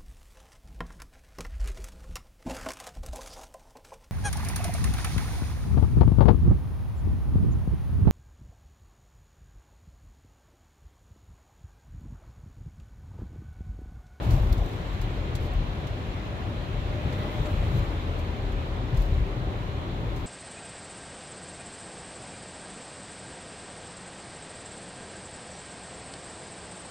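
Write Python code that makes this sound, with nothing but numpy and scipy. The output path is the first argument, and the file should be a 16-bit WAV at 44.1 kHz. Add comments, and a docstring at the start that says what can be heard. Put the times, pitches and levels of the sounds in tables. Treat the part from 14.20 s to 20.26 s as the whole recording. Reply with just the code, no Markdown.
"""Car cabin on a wet highway

The cabin booms over the road, tyres roar, spray hisses and the engine hums.
A vehicle passes with a sinking tread whine and throws mist on the glass.
The wipers start three sweeps, wheels thud over joints and plastic trim ticks.
A hand-held phone is swung up at the start; it rumbles, rubs and clicks in the grip."""
import sys
import numpy as np
from scipy import signal
from scipy.fft import rfft, irfft, next_fast_len
from scipy.io import wavfile
from scipy.ndimage import uniform_filter1d, map_coordinates

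SR = 44100
rng = np.random.default_rng(int(sys.argv[2]) if len(sys.argv) > 2 else 0)


def store_pcm(level_fs):
    """Save levels as 16-bit WAV."""
    pcm = np.round(np.clip(level_fs, -1, 1) * 32767).astype(np.int16)
    wavfile.write(sys.argv[1], SR, np.atleast_2d(pcm).T)


N = 267246
TIME = np.arange(N) / SR

# Cabin air and body resonances: f/Hz, width/Hz, level/dB
CABIN_MODES = [(43, 16, 2.5), (78.2, 19.6, -6), (104.9, 13, -3.5), (162.6, 15, -20.5)]
# Jolts of body, wiper linkage and hand: t/s, level/dB, length/s, corner/Hz
JOLT_EVENTS = [(0.05, -21, 0.049, 110), (0.103, -16.5, 0.05, 140), (0.156, -19.5, 0.03, 125),
               (0.203, -20, 0.074, 75), (0.296, -17, 0.034, 86), (.361, -23, 0.082, 65),
               (1.135, -31, 0.13, 150), (1.344, -23.5, 0.071, 120), (2.848, -21.5, 0.02, 200),
               (2.915, -29, 0.094, 150), (3.187, -24, 0.031, 100), (3.296, -27, 0.25, 160),
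               (3.543, -21, 0.079, 88), (4.721, -22, 0.038, 320), (4.771, -20.5, 0.045, 52),
               (4.901, -20.5, 0.057, 62), (4.968, -23.5, 0.079, 55.3), (5.191, -31, 0.11, 48)]
# Wiper sweeps: t/s, swish/dB, whistle/dB, motor/dB
WIPER_SWEEPS = [(.03, -54, -66, -62), (2.77, -54, -54.5, -49), (5.74, -54.5, -73, -62)]
# Trim and case ticks: t/s, level/dB, treble/dB (-10 = no tilt), L-R/dB, t60/s, resonance/Hz
TICK_EVENTS = [(0.104, -43, -10, -2, 0.092, 4200), (0.3238, -39, -4, 2, 0.066, 4300),
               (0.3265, -40, -22, 5, .02, 4540), (.378, -51, -14, 3, 0.064, 3600),
               (.4595, -49.5, -14, 7, .025, 4200), (0.813, -44.5, -12.5, -1, .07, 3400),
               (1.151, -39.5, -17.5, -2, 0.076, 3350), (1.335, -48, -4, -3, .008, 4200),
               (1.669, -49, -21, -1, .08, 3500), (2.9235, -48, -21, .5, .1, 4150),
               (2.9825, -53, -7, 1, .06, 4200), (3.987, -53, -13, .5, .09, 4200),
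               (4.745, -52, -16, 4, .05, 4200), (4.7705, -45.5, -15, 3, .055, 4900),
               (4.8185, -47, -7, .5, .045, 4900), (4.837, -53, -5, 0, 0.04, 4900),
               (4.853, -56, -10, 1, .1, 4200), (5.9602, -49.5, -16, 1.5, .08, 4200)]
# Finger knocks: t/s, level/dB, f/Hz
FINGER_KNOCKS = [(.178, -26, 630), (.387, -30.5, 670), (.419, -27, 697)]
# Finger slides: t/s, level/dB, length/s
FINGER_RUBS = [(0.018, -54.5, 0.095), (0.104, -52, 0.062), (.17, -57, 0.13), (.33, -60.5, 0.24),
               (1.2, -57.5, .069), (3.55, -56, .045), (3.976, -58, .025), (4.313, -57, .012),
               (4.755, -58, 0.04), (4.795, -58, 0.035), (4.84, -65, 0.15), (5.96, -64, 0.085)]
# Relative noise spectra: f/Hz, level/dB
TYRE_SPECTRUM = [(60, -2.5), (140, -3), (210, -2), (330, 0.5), (480, -4.5), (590, -3), (660, -7.5),
                 (740, -4.5), (890, -10.5), (1050, -8.5), (1400, -13.5), (2000, -31), (4000, -62)]
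SPRAY_SPECTRUM = [(600, -12.5), (1200, -3), (1650, 0), (2100, -1), (2700, -2), (3400, -3.5), (4100, -6.5),
                  (4800, -15.5), (6000, -19), (7200, -21.5), (8500, -28), (10000, -29), (13000, -28),
                  (16000, -36)]
BLADE_UP_SPECTRUM = [(300, -10), (600, 18), (1100, 26), (1500, 22), (2100, 9), (3600, 19), (5000, 0),
                     (7300, -5), (9000, -9), (13000, 0), (16000, -6)]
BLADE_BACK_SPECTRUM = [(300, 11), (600, 18), (1200, 26), (1800, 16), (3000, 14), (4400, 12), (5200, -2),
                       (7300, 5), (9000, -6.5), (13000, -2), (16000, -6)]
LIP_FLIP_SPECTRUM = [(800, -12), (2000, 6), (3400, -8), (4300, -4), (5500, -20.5), (7200, -8), (8200, -13),
                     (9500, -24), (16000, -24)]
AIR_SPECTRUM = [(60, -6), (140, -3), (210, 1.5), (310, 1), (430, -5.5), (620, -5), (850, -6.5),
                (1100, -10.5), (1500, -16), (2100, -38), (4000, -60)]
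PLASTIC_SPECTRUM = [(1500, -22), (2800, -12), (3400, 1), (4200, 3), (4900, -0.5), (6000, -1.5), (7000, -2),
                    (8300, -5.5), (10000, -6.5), (12500, -2.5), (14000, -2), (15500, -3)]
SKIN_SPECTRUM = [(400, -12), (700, 0), (1100, -4), (1500, -6), (2200, 4), (4500, 6), (7200, 2.5),
                 (9500, -6), (11200, 0), (13000, 2), (14200, -2), (15800, -7)]
MIST_SPECTRUM = [(3000, -30), (6000, -1), (10000, -2), (12500, 0), (16000, -5)]
# Likeness of the two microphone ports: f/Hz, correlation
PORT_CORRELATION = [(40, .99), (90, .9), (400, .88), (600, 0.57), (730, 0.1), (950, 0.3), (1150, -0.38),
                    (1520, -0.35), (1750, 0), (2250, 0.37), (2750, -0.08), (5000, 0), (15000, -0.08)]
# Port balance: f/Hz, L-R/dB
PORT_BALANCE = [(40, 3.5), (90, 2.5), (160, 4), (230, 1.5), (580, 1.7), (750, 0.5), (3200, 0.2), (4200, -3),
                (4900, 1), (6000, 0), (7200, 7.5), (8500, -1), (11000, 0.5), (13000, -3.5), (15500, -1)]


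def amp(db):
    """Decibels to gain."""
    return 10 ** (np.asarray(db) / 20)


def unit(x):
    """Scale to rms 1."""
    return x / np.sqrt(np.mean(x ** 2) + 1e-20)


def along(points, hz):
    """Interpolate (f/Hz, value) points on a log axis."""
    f, v = np.transpose(points)
    return np.interp(np.log(hz + 1), np.log(f + 1), v)


def colour(points):
    """Response of an (f/Hz, level/dB) spectrum."""
    return lambda hz: amp(along(points, hz))


def wobble(rate_hz):
    """Smooth random curve."""
    return map_coordinates(rng.standard_normal(int(N * rate_hz / SR) + 4), [TIME * rate_hz])


def stroke(t, length_s, edge_s):
    """Linear rise, hold, exponential decay."""
    return np.clip(t / edge_s, 0, 1) * np.exp(-np.maximum(t - length_s, 0) / edge_s)


def filtered(x, response):
    """Apply a complex frequency response."""
    size = next_fast_len(N + SR // 2)
    return irfft(rfft(x, size) * response(np.fft.rfftfreq(size, 1 / SR)), size)[..., :N]


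def rush(response, patchy_db):
    """Diffuse stereo noise, rms 1, with patches of random gain."""
    spectra = signal.stft(rng.standard_normal((2, N)), nperseg=512)[2]
    patches = uniform_filter1d(rng.standard_normal(spectra.shape[1:]), size=6, axis=0)
    patches = uniform_filter1d(patches, size=14, axis=1)
    pair = signal.istft(spectra * amp(patchy_db * unit(patches)), nperseg=512)[1][:, :N]
    angle = lambda hz: np.arccos(np.clip(along(PORT_CORRELATION, hz), -1, 1)) / 2
    mid, side = filtered(pair, lambda hz: response(hz) * np.array([np.cos(angle(hz)), np.sin(angle(hz))]))
    return unit(np.array([mid + side, mid - side]))


def fuzzy_tone(hz, width_hz):
    """Tone, rms 1; level and phase wander separately per port."""
    a, b = filtered(rng.standard_normal((2, 2, N)), lambda f: 1 / (1 + (f / width_hz) ** 4))
    phase = 2 * np.pi * np.cumsum(hz * np.ones(N)) / SR
    return unit(a * np.cos(phase) + b * np.sin(phase))


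def nearness(before_s, after_s, nearest_s=3.02):
    """Bell curve, 1 when the passing vehicle is nearest."""
    t = TIME - nearest_s
    return np.exp(-(t / np.where(t < 0, before_s, after_s)) ** 2)


def cabin(hz):
    """Response of the cabin's low modes, leaking away below the first."""
    modes = sum(amp(db) * 1j * hz * width / (f * f - hz * hz + 1j * hz * width)
                for f, width, db in CABIN_MODES)
    return modes * (1 - 1 / (1 + (hz / 31) ** 12)) / (1 + (hz / 215) ** 4)


def road(coarsening_db_per_s=0.22, drying_db_per_s=0.16):
    """The road shakes the cabin; tyre roar and spray swell as the vehicle passes."""
    passing_db = 2.5 * nearness(0.39, 1)
    shade_db = 2 * stroke(TIME - 0.14, 0.35, edge_s=0.097)  # a hand shades the ports
    roar_db = -38.5 + coarsening_db_per_s * TIME + passing_db
    spray_db = -45.5 - drying_db_per_s * TIME + passing_db - shade_db
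    boom = amp(-31 + 0.45 * wobble(7)) * rush(cabin, patchy_db=0)
    roar = amp(roar_db) * rush(colour(TYRE_SPECTRUM), patchy_db=0.98)
    spray = amp(spray_db) * rush(colour(SPRAY_SPECTRUM), patchy_db=0.82)
    return boom + roar + spray


def jolts(evenness=0.83):
    """Jolts shake the cabin modes; each has its own brightness, from dull thud to knock."""
    out, t = np.zeros(N), np.arange(SR // 2) / SR
    hz = np.fft.rfftfreq(len(t), 1 / SR)
    for start_s, db, length_s, corner_hz in JOLT_EVENTS:
        response = cabin(hz) * (1 + hz / 150) / (1 + (hz / corner_hz) ** 2)
        shake = irfft(rfft(rng.standard_normal(len(t))) * response, len(t))
        # even out chance swells so the push sets the strength
        local_rms = np.sqrt(abs(uniform_filter1d(shake ** 2, size=2000, mode="wrap")))
        push = stroke(t, length_s, edge_s=0.012)
        thud = unit(push * shake / local_rms ** evenness) * np.sqrt(np.mean(push ** 2))
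        start = round(start_s * SR)
        out[start:start + len(t)] += amp(db) * thud[:N - start]
    return out


def engine(firing_hz=80.96, drift=0.01214, throttle_db=8):
    """Slightly unsteady firing hum, louder during one push on the throttle."""
    phase = 2 * np.pi * np.cumsum(firing_hz * (1 + drift * wobble(5.01))) / SR
    throttle = stroke(TIME - 3, 1.42, edge_s=0.29)
    return amp(-43 + throttle_db * throttle + 0.69 * wobble(6.6)) * unit(np.sin(phase))


def tread(coming_hz=605, going_hz=560, glide_at_s=3.46, glide_s=0.123):
    """Passing tread blocks slap the road: a blurred note that sinks as they draw away."""
    hz = going_hz + (coming_hz - going_hz) * (1 - np.tanh((TIME - glide_at_s) / glide_s)) / 2
    steady = np.sin(2 * np.pi * np.cumsum(hz + 5 * wobble(20)) / SR)
    note = unit(steady + 0.62 * fuzzy_tone(hz, width_hz=6.4)[0])  # long waves: both ports alike
    octave = amp(-13) * fuzzy_tone(2 * hz, width_hz=11)
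    return amp(-52) * nearness(1, 2.3) * (note + octave)


def wipers(sweep_s=1.04, flip_s=0.475, whistle_hz=2030, rise_hz=500, return_db=1):
    """Rubber swishes through water, whistles going up, flips its lip and returns brighter."""
    up, back, whistle, flip = np.zeros((4, N))
    for start_s, swish_db, whistle_db, _ in WIPER_SWEEPS:
        t = TIME - start_s
        progress = np.clip(t / sweep_s, 0, 1)
        speed = np.sin(2 * np.pi * progress)  # positive going up
        turn = np.sin(np.pi * progress)  # sustains the swish at the top
        rub = amp(swish_db + return_db * progress) * np.hypot(speed, turn)
        flipped = np.clip((t - flip_s) / 0.03, 0, 1)
        up += rub * np.sqrt(1 - flipped)
        back += rub * np.sqrt(flipped)
        flip += amp(whistle_db + 8) * stroke(t - flip_s, 0.026, edge_s=0.009)
        hz = whistle_hz + rise_hz * np.minimum(2 * progress, 1) ** 5 + 25 * wobble(8.8)
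        whistle += amp(whistle_db) * np.maximum(speed, 0) * fuzzy_tone(hz, width_hz=60)[0]
    swish = up * rush(colour(BLADE_UP_SPECTRUM), patchy_db=1.5)
    swish += back * rush(colour(BLADE_BACK_SPECTRUM), patchy_db=1.5)
    flutter = amp(2 * wobble(35))
    return flutter * (swish + whistle) + flip * rush(colour(LIP_FLIP_SPECTRUM), patchy_db=0)


def wiper_motor(start_hz=613, sag_hz_per_s=30.2, delay_s=0.043, load_s=0.55):
    """Rough motor hum, slowing under the load of the blades."""
    out = np.zeros(N)
    for start_s, _, _, db in WIPER_SWEEPS:
        t = TIME - start_s - delay_s
        hz = start_hz - sag_hz_per_s * np.clip(t, 0, 1) + 5 * wobble(22)
        hum = np.sin(2 * np.pi * np.cumsum(hz) / SR) + fuzzy_tone(hz, width_hz=16)[0]
        out += amp(db) * stroke(t, load_s, edge_s=0.049) * unit(hum)
    return out


def phone_swing(length_s=0.24, fade_s=0.12):
    """Dull rush of air on the ports, fading as the phone comes to rest."""
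    motion = np.exp(-np.maximum(TIME - length_s, 0) / fade_s)
    return amp(-36.5) * motion * rush(colour(AIR_SPECTRUM), patchy_db=1.3)


def knocks(t60_s=0.045, rise_s=0.0013):
    """A fingertip gives the phone a short, hollow ring."""
    out, t = np.zeros(N), np.arange(SR // 10) / SR
    for start_s, db, hz in FINGER_KNOCKS:
        envelope = amp(db - 60 * t / t60_s) * (1 - np.exp(-t / rise_s))
        out[round(start_s * SR):][:len(t)] += envelope * np.sin(2 * np.pi * hz * t)
    return out


def ticks(rise_s=0.0024, ring_db=7.5, ring_width_hz=120):
    """Small plastic contacts: damped scrapes, each with its own resonance."""
    out, t = np.zeros((2, N + SR)), np.arange(SR // 8) / SR
    hz = np.fft.rfftfreq(len(t), 1 / SR)
    for start_s, db, treble_db, pan_db, t60_s, ring_hz in TICK_EVENTS:
        envelope = np.minimum(t / rise_s, 1) * amp(-60 * np.maximum(t - rise_s, 0) / t60_s)
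        tilt = amp((treble_db + 10) * along([(7000, 0.058), (12000, 0.93)], hz))
        resonance = amp(ring_db / (1 + ((hz - ring_hz) / ring_width_hz) ** 2))
        response = colour(PLASTIC_SPECTRUM)(hz) * resonance * tilt
        scrape = unit(irfft(rfft(rng.standard_normal((2, len(t)))) * response, len(t)))
        pan = amp([[pan_db / 2], [-pan_db / 2]])
        out[:, round(start_s * SR):][:, :len(t)] += amp(db) * pan * scrape * envelope
    return out[:, :N]


def grip(slips_per_s=1800, slip_s=0.0012, spread_db=2.5):
    """Skin sticks and slips on the case in many tiny, uneven steps."""
    pressure = sum(amp(db) * stroke(TIME - start_s, length_s, edge_s=0.0098)
                   for start_s, db, length_s in FINGER_RUBS)
    slip_energy = (rng.random(N) < slips_per_s / SR) * amp(spread_db * rng.standard_normal(N)) ** 2
    grain = np.sqrt(signal.lfilter([1], [1, -np.exp(-1 / (slip_s * SR))], slip_energy))
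    return pressure * unit(grain) * rush(colour(SKIN_SPECTRUM), patchy_db=1)


def squeak(start_s=2.5, length_s=0.027, hz=2570):
    """A faint, brief high chirp, just before the second wiper sweep."""
    return amp(-52) * stroke(TIME - start_s, length_s, edge_s=0.009) * fuzzy_tone(hz, width_hz=25)[0]


def drone(start_s=3.88, length_s=1.45, hz=390.5):
    """A faint, blurred note rises out of the roar."""
    return amp(-49) * stroke(TIME - start_s, length_s, edge_s=0.37) * fuzzy_tone(hz, width_hz=20)[0]


def mist(start_s=2.84, length_s=0.66):
    """Droplets in the vehicle's wake fizz on the windscreen and thin out."""
    wake = stroke(TIME - start_s, length_s, edge_s=0.35)
    return amp(-65.5 + 1.5 * wobble(60)) * wake * rush(colour(MIST_SPECTRUM), patchy_db=4)


def ports(hz, bass_hz=200, lag_s=0.00034):
    """Each port has its own colour; bass reaches the left one later."""
    lag_rad = 2 * np.pi * hz * lag_s / (1 + (hz / bass_hz) ** 4)
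    balance = amp(np.outer([1, -1], along(PORT_BALANCE, hz)) / 2)
    return balance * np.exp(1j * np.outer([-1, 1], lag_rad) / 2)


def scene():
    """All sources at the two ports."""
    car = road() + tread() + engine() + jolts() + wipers() + wiper_motor()
    handling = phone_swing() + grip() + knocks()
    background = mist() + squeak() + drone()
    return ticks() + filtered(car + handling + background, ports)


def record(dry, low_hz=28, top_hz=15830):
    """The phone cuts deep bass and everything above its band limit."""
    return filtered(dry, lambda hz: (1 - 1 / (1 + (hz / low_hz) ** 10)) * (hz < top_hz))


dry = scene()
out = record(dry)
store_pcm(out)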